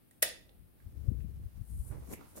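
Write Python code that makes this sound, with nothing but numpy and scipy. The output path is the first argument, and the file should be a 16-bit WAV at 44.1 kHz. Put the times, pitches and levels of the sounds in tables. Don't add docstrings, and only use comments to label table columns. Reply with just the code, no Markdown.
import sys
import numpy as np
from scipy import signal
from scipy.fft import rfft, irfft, next_fast_len
from scipy.io import wavfile
from scipy.ndimage import uniform_filter1d, map_coordinates

SR = 44100
rng = np.random.default_rng(int(sys.argv[2]) if len(sys.argv) > 2 else 0)


def store_wav(level_fs):
    pcm = np.round(np.clip(np.atleast_2d(level_fs), -1, 1) * 32767)
    wavfile.write(sys.argv[1], SR, pcm.T.astype(np.int16))


N = 105840

# start_s, plastic_db, metal_db, left_minus_right_db
SWITCH_HITS = [(.111, -47, -51, 1), (0.222, -42, -33, -6.5), (0.2249, -19.5, -8.5, 1.5),
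               (.2280, -4, -7.5, -0.5), (0.233, -25, -16.5, 7.5)]
# pitch_hz, level_db, fade_s
PLASTIC_TONES = [(521.5, -17, 0.063), (600, -14.5, 0.04), (686, -26, 0.026), (1690, -9, 0.0053),
                 (1868, -4, .019), (1952, -10.5, 0.027), (2512, -17.5, 0.017), (3570, -11, 0.021),
                 (3755, -13, 0.02), (4980, -17, .015)]
# pitch_hz, level_db, fade_s
METAL_TONES = [(6000, -25, 0.016), (7520, -11, 0.01984), (9450, -1, .012), (9780, 4, 0.0066),
               (10350, -4, .015), (10680, -5, 0.022), (12540, -2.5, 0.011), (13200, -8.5, .012),
               (14940, -3, .01)]
# pitch_hz, level_db
CRACK_COLOUR = [(300, -14.5), (600, -4), (1000, -18), (1800, 2), (2800, -6.5), (3600, -3.5), (6000, -8.5),
                (8000, -2.5), (10000, 4.5), (13000, -3.5), (16000, -3)]
# pitch_hz, left_minus_right_db
CLICK_BALANCE = [(250, -1.5), (560, -5), (800, -1.5), (1150, 0.5), (1850, 0.5), (4000, 1), (7000, -9.5),
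                 (9500, 3), (11000, 3.5), (15000, 4.5)]
def switch():
    plastic = ring(PLASTIC_TONES, attack_s=0.00014)
    metal = ring(METAL_TONES, attack_s=0.00026)
    click = np.zeros((2, N))
    for start_s, plastic_db, metal_db, side_db in SWITCH_HITS:
        tones = amp(plastic_db - 12) * plastic + amp(metal_db - 16.5) * metal
        hit = amp(metal_db - 7.5) * noise(CRACK_COLOUR) * decay(start_s, fade_s=0.011)
        first = round(start_s * SR)
        hit[:, first:first + tones.shape[1]] += tones
        click += pan(side_db) * hit
    bass_cut = signal.butter(2, 360, "high", fs=SR, output="sos")
    click = signal.sosfilt(bass_cut, click)
    direct = filtered(click, lambda hz: pan(along(CLICK_BALANCE, hz)))
    return direct + early_echoes(direct) + amp(-7) * room(click)


def ring(tones, attack_s, right_delay_s=0.00018):
    t = np.maximum(np.arange(SR // 6) / SR - np.array([[0], [right_delay_s]]), 0)
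    ringing = sum(amp(db) * fade(t, fade_s) * np.sin(2 * np.pi * hz * t) for hz, db, fade_s in tones)
    return ringing * (1 - np.exp(-t / attack_s))


# left_delay_s, right_delay_s, level_db
NEARBY_ECHOES = [(.0038, .0047, -7), (.0068, .0073, -14.5), (0.0095, 0.0114, -17), (0.023, 0.019, -19),
                 (0.024, 0.0286, -25), (.0612, .0624, -26.5)]
def early_echoes(sound):
    def delays(hz):
        return sum(amp(db) * np.exp(-2j * np.pi * hz * np.array([[left_s], [right_s]]))
                   for left_s, right_s, db in NEARBY_ECHOES)
    return filtered(sound, delays)


# pitch_hz, fade_s
ROOM_FADES = [(200, 1), (600, 0.32), (2000, 0.39), (4000, 0.36), (7000, 0.33), (11000, 0.26), (16000, 0.15)]
# pitch_hz, level_db
ECHO_COLOUR = [(150, 11), (260, 5), (420, -3), (580, -1), (750, 4), (1000, 1), (1500, -2.5), (1900, -4),
               (2700, 3), (3700, 3), (5000, 4), (7000, 1), (10000, -5), (16000, -2)]
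def room(sound, build_s=0.0058):
    hz, t, bands = signal.stft(rng.standard_normal((2, SR * 3 // 4)), SR, nperseg=256)
    shape = fade(t, along(ROOM_FADES, hz)[:, None]) * (1 - np.exp(-t / build_s))
    tail = signal.istft(bands * shape, SR, nperseg=256)[1]
    echo = signal.fftconvolve(sound, tail / np.linalg.norm(tail[0]), axes=1)[:, :N]
    return filtered(echo, lambda hz: amp(along(ECHO_COLOUR, hz)))


# time_s, level_db
LEFT_AIR_LEVELS = [(0, -81.5), (.2, -71), (.24, -59), (.42, -67), (.57, -60.5), (.61, -49), (.68, -63.5),
                   (.82, -63.5), (.87, -40), (.92, -57), (.98, -35.5), (1.05, -40), (1.12, -32),
                   (1.27, -37), (1.32, -41.5), (1.47, -43), (1.51, -59), (1.57, -41.5), (1.62, -38.5),
                   (1.66, -54), (1.72, -36), (1.81, -39.5), (1.86, -55), (1.95, -57), (2, -44.5),
                   (2.13, -46.5), (2.21, -64.5), (2.4, -57)]
RIGHT_AIR_LEVELS = [(0, -83), (.2, -77.5), (.26, -58.5), (.4, -63.5), (.8, -65.5), (.86, -53.5),
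                    (1.22, -61.5), (1.38, -45.5), (1.45, -45), (1.51, -61), (1.6, -55), (1.69, -62),
                    (1.74, -39.5), (1.82, -45.5), (1.91, -41), (2, -41.5), (2.04, -53), (2.4, -68)]
FINE_SWIRL_LEVELS = [(.85, -78), (.97, -61.5), (1.03, -66.5), (1.085, -49), (1.15, -60), (1.26, -63),
                     (1.4, -68), (1.55, -86)]
# pitch_hz, level_db
BIG_SWIRL_COLOUR = [(12, -28.5), (22, -15), (35, -8.5), (60, 3.5), (100, -5), (150, -13), (260, -27),
                    (400, -41.5), (700, -55), (1500, -69)]
FINE_SWIRL_COLOUR = [(100, -20.5), (250, 4.5), (400, -2), (600, -12), (1000, -32.5), (2000, -45.5)]
# peak_s, level_db, pitch_hz, left_minus_right_db
AIR_PUFFS = [(0.87, -47, 61, 14), (0.988, -45, 69, 14), (1.089, -31, 94.2, 31.5), (1.118, -42, 200, 32.5),
             (1.248, -44.5, 155, 29.5), (1.464, -40, 66.2, 23.5), (1.615, -40, 74.4, 29),
             (1.806, -35.5, 65, 19), (1.911, -38, 92, -18.5), (2.091, -43, 224, 14)]
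def air(puff_width_cycles=0.41):
    swirls = noise(BIG_SWIRL_COLOUR)
    strength = np.sqrt(np.abs(uniform_filter1d(swirls ** 2, size=1500, axis=1)) + .01)
    even_swirls = swirls / strength
    buffeting = even_swirls * np.array([level(LEFT_AIR_LEVELS), level(RIGHT_AIR_LEVELS)])
    for peak_s, db, hz, side_db in AIR_PUFFS:
        cycles = (np.arange(N) / SR - peak_s) * hz
        swell = np.exp(-.5 * (cycles / puff_width_cycles) ** 2)
        buffeting += pan(side_db) * amp(db) * np.cos(2 * np.pi * cycles) * swell
    fine_swirls = amp(-3.5) * level(FINE_SWIRL_LEVELS) * noise(FINE_SWIRL_COLOUR)
    return buffeting + pan(8.5) * fine_swirls


# time_s, level_db
SWISH_LEVELS = [(1.6, -79.5), (1.69, -63), (1.8, -62), (1.89, -57), (1.93, -67), (2.02, -72.5), (2.2, -81),
                (2.3, -66.5), (2.4, -73)]
RUSTLE_LEVELS = [(0, -82), (.65, -84.5), (.85, -72), (1.2, -71.5), (1.42, -74.5), (1.55, -69.5),
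                 (1.68, -72), (1.92, -71.5), (2.03, -66.5), (2.4, -65.5)]
# pitch_hz, level_db
SWISH_COLOUR = [(1500, -40), (4000, -18), (6000, -14.5), (9000, 4), (10300, 4), (14000, -3), (16000, -19.5)]
RUSTLE_COLOUR = [(200, 11), (500, 2), (1500, -1), (2500, -8), (5500, -7), (8000, -9), (16000, -5.5)]
def clothes():
    swish = level(SWISH_LEVELS) * grainy_noise(SWISH_COLOUR, flutter_db=1.5, rate_hz=250)
    rustle = level(RUSTLE_LEVELS) * grainy_noise(RUSTLE_COLOUR, flutter_db=1.8, rate_hz=35)
    return pan(5) * swish + pan(-5) * rustle


# peak_s, rise_s, fall_s, sole_db, hiss_db
FOOT_SCUFFS = [(1.875, 0.036, 0.075, -61, -91), (1.915, 0.0053, 0.13, -53, -95),
               (2.13, 0.029, 0.023, -45.5, -48.5), (2.213, 0.022, 0.031, -54.5, -91),
               (2.367, 0.0055, 0.03, -66, -49), (2.381, 0.028, 0.061, -55.5, -81)]
# pitch_hz, level_db
SOLE_COLOUR = [(100, -4.5), (220, 4), (400, 2.5), (750, -8), (1200, -12), (1700, -20), (2200, -19),
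               (3200, -36), (6000, -31), (16000, -50)]
RUB_COLOUR = [(1000, -35), (3000, -19), (5200, -14), (6700, -5.5), (9000, -5), (12500, -2.5), (16000, -14)]
def feet():
    t, scuffs = np.arange(N) / SR, np.zeros((2, N))
    sole = grainy_noise(SOLE_COLOUR, flutter_db=3, rate_hz=170)
    hiss = grainy_noise(RUB_COLOUR, flutter_db=1.9, rate_hz=400)
    for peak_s, rise_s, fall_s, sole_db, hiss_db in FOOT_SCUFFS:
        stroke = np.exp(-np.maximum((peak_s - t) / rise_s, (t - peak_s) / fall_s))
        scuffs += stroke * (amp(sole_db) * sole + amp(hiss_db) * hiss)
    return pan(-1) * scuffs


# start_s, level_db, pitch_hz, room_echo_db
BODY_KNOCKS = [(.111, -58, 9800, -2.5), (.493, -61, 3340, -11), (0.493, -58.5, 526, 0),
               (0.802, -65, 1714, -1.5), (1.205, -63, 2240, -5), (1.912, -58, 1480, 3.5),
               (2.135, -34.5, 368, -23), (2.137, -46, 2080, -3.5), (2.135, -43.5, 12300, -12),
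               (2.211, -49.5, 1090, -1.5), (2.356, -45.5, 556, -11), (2.376, -44, 576, 2)]
def knocks(half_width_octaves=0.22):
    direct, to_room = np.zeros((2, 2, N))
    for start_s, db, pitch_hz, room_db in BODY_KNOCKS:
        def band(hz):
            return 1 / (1 + (np.log2((hz + 1) / pitch_hz) / half_width_octaves) ** 2)
        burst = unit(filtered(rng.standard_normal((2, N)), band))
        knock = amp(db) * burst * decay(start_s, fade_s=0.022)
        direct += knock
        to_room += amp(room_db) * knock
    return pan(-4.5) * (direct + room(to_room))


# pitch_hz, level_db
BACKGROUND_COLOUR = [(20, 10.5), (60, 12.5), (100, 21), (200, 19.5), (350, 13.5), (600, 6.5), (1000, -0.5),
                     (2500, -3), (5000, -9.5), (7400, -22), (9200, -6), (12000, -0.5), (16000, -2)]
def background():
    return pan(0.5) * amp(-66) * noise(BACKGROUND_COLOUR)


def amp(db):
    return 10 ** (np.asarray(db) / 20)


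def unit(sound):
    return sound / np.sqrt(np.mean(sound ** 2) + 1e-20)


def pan(side_db):
    return amp(np.array([[.5], [-.5]]) * side_db)


def along(points, hz):
    pitches, values = np.transpose(points)
    return np.interp(np.log(hz + 1), np.log(pitches + 1), values)


def level(points):
    return amp(np.interp(np.arange(N) / SR, *np.transpose(points)))


def fade(t, fade_s):
    return np.exp(-np.log(1000) * t / fade_s)


def decay(start_s, fade_s):
    t = np.arange(N) / SR - start_s
    return (t >= 0) * fade(np.abs(t), fade_s)


def filtered(sound, response):
    size = next_fast_len(N + SR // 2)
    hz = np.fft.rfftfreq(size, 1 / SR)
    return irfft(rfft(sound, size) * response(hz), size)[..., :N]


def noise(colour):
    return unit(filtered(rng.standard_normal((2, N)), lambda hz: amp(along(colour, hz))))


def grainy_noise(colour, flutter_db, rate_hz):
    smooth = noise(colour)
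    flutter = map_coordinates(rng.standard_normal(N // 8), [np.arange(N) * rate_hz / SR], mode="mirror")
    return unit(smooth * amp(flutter_db * flutter))


def scene():
    return switch() + air() + clothes() + feet() + knocks() + background()


def record(dry, top_hz=15900):
    return filtered(dry, lambda hz: 1 / np.sqrt(1 + (hz / top_hz) ** 200))


dry = scene()
out = record(dry)
store_wav(out)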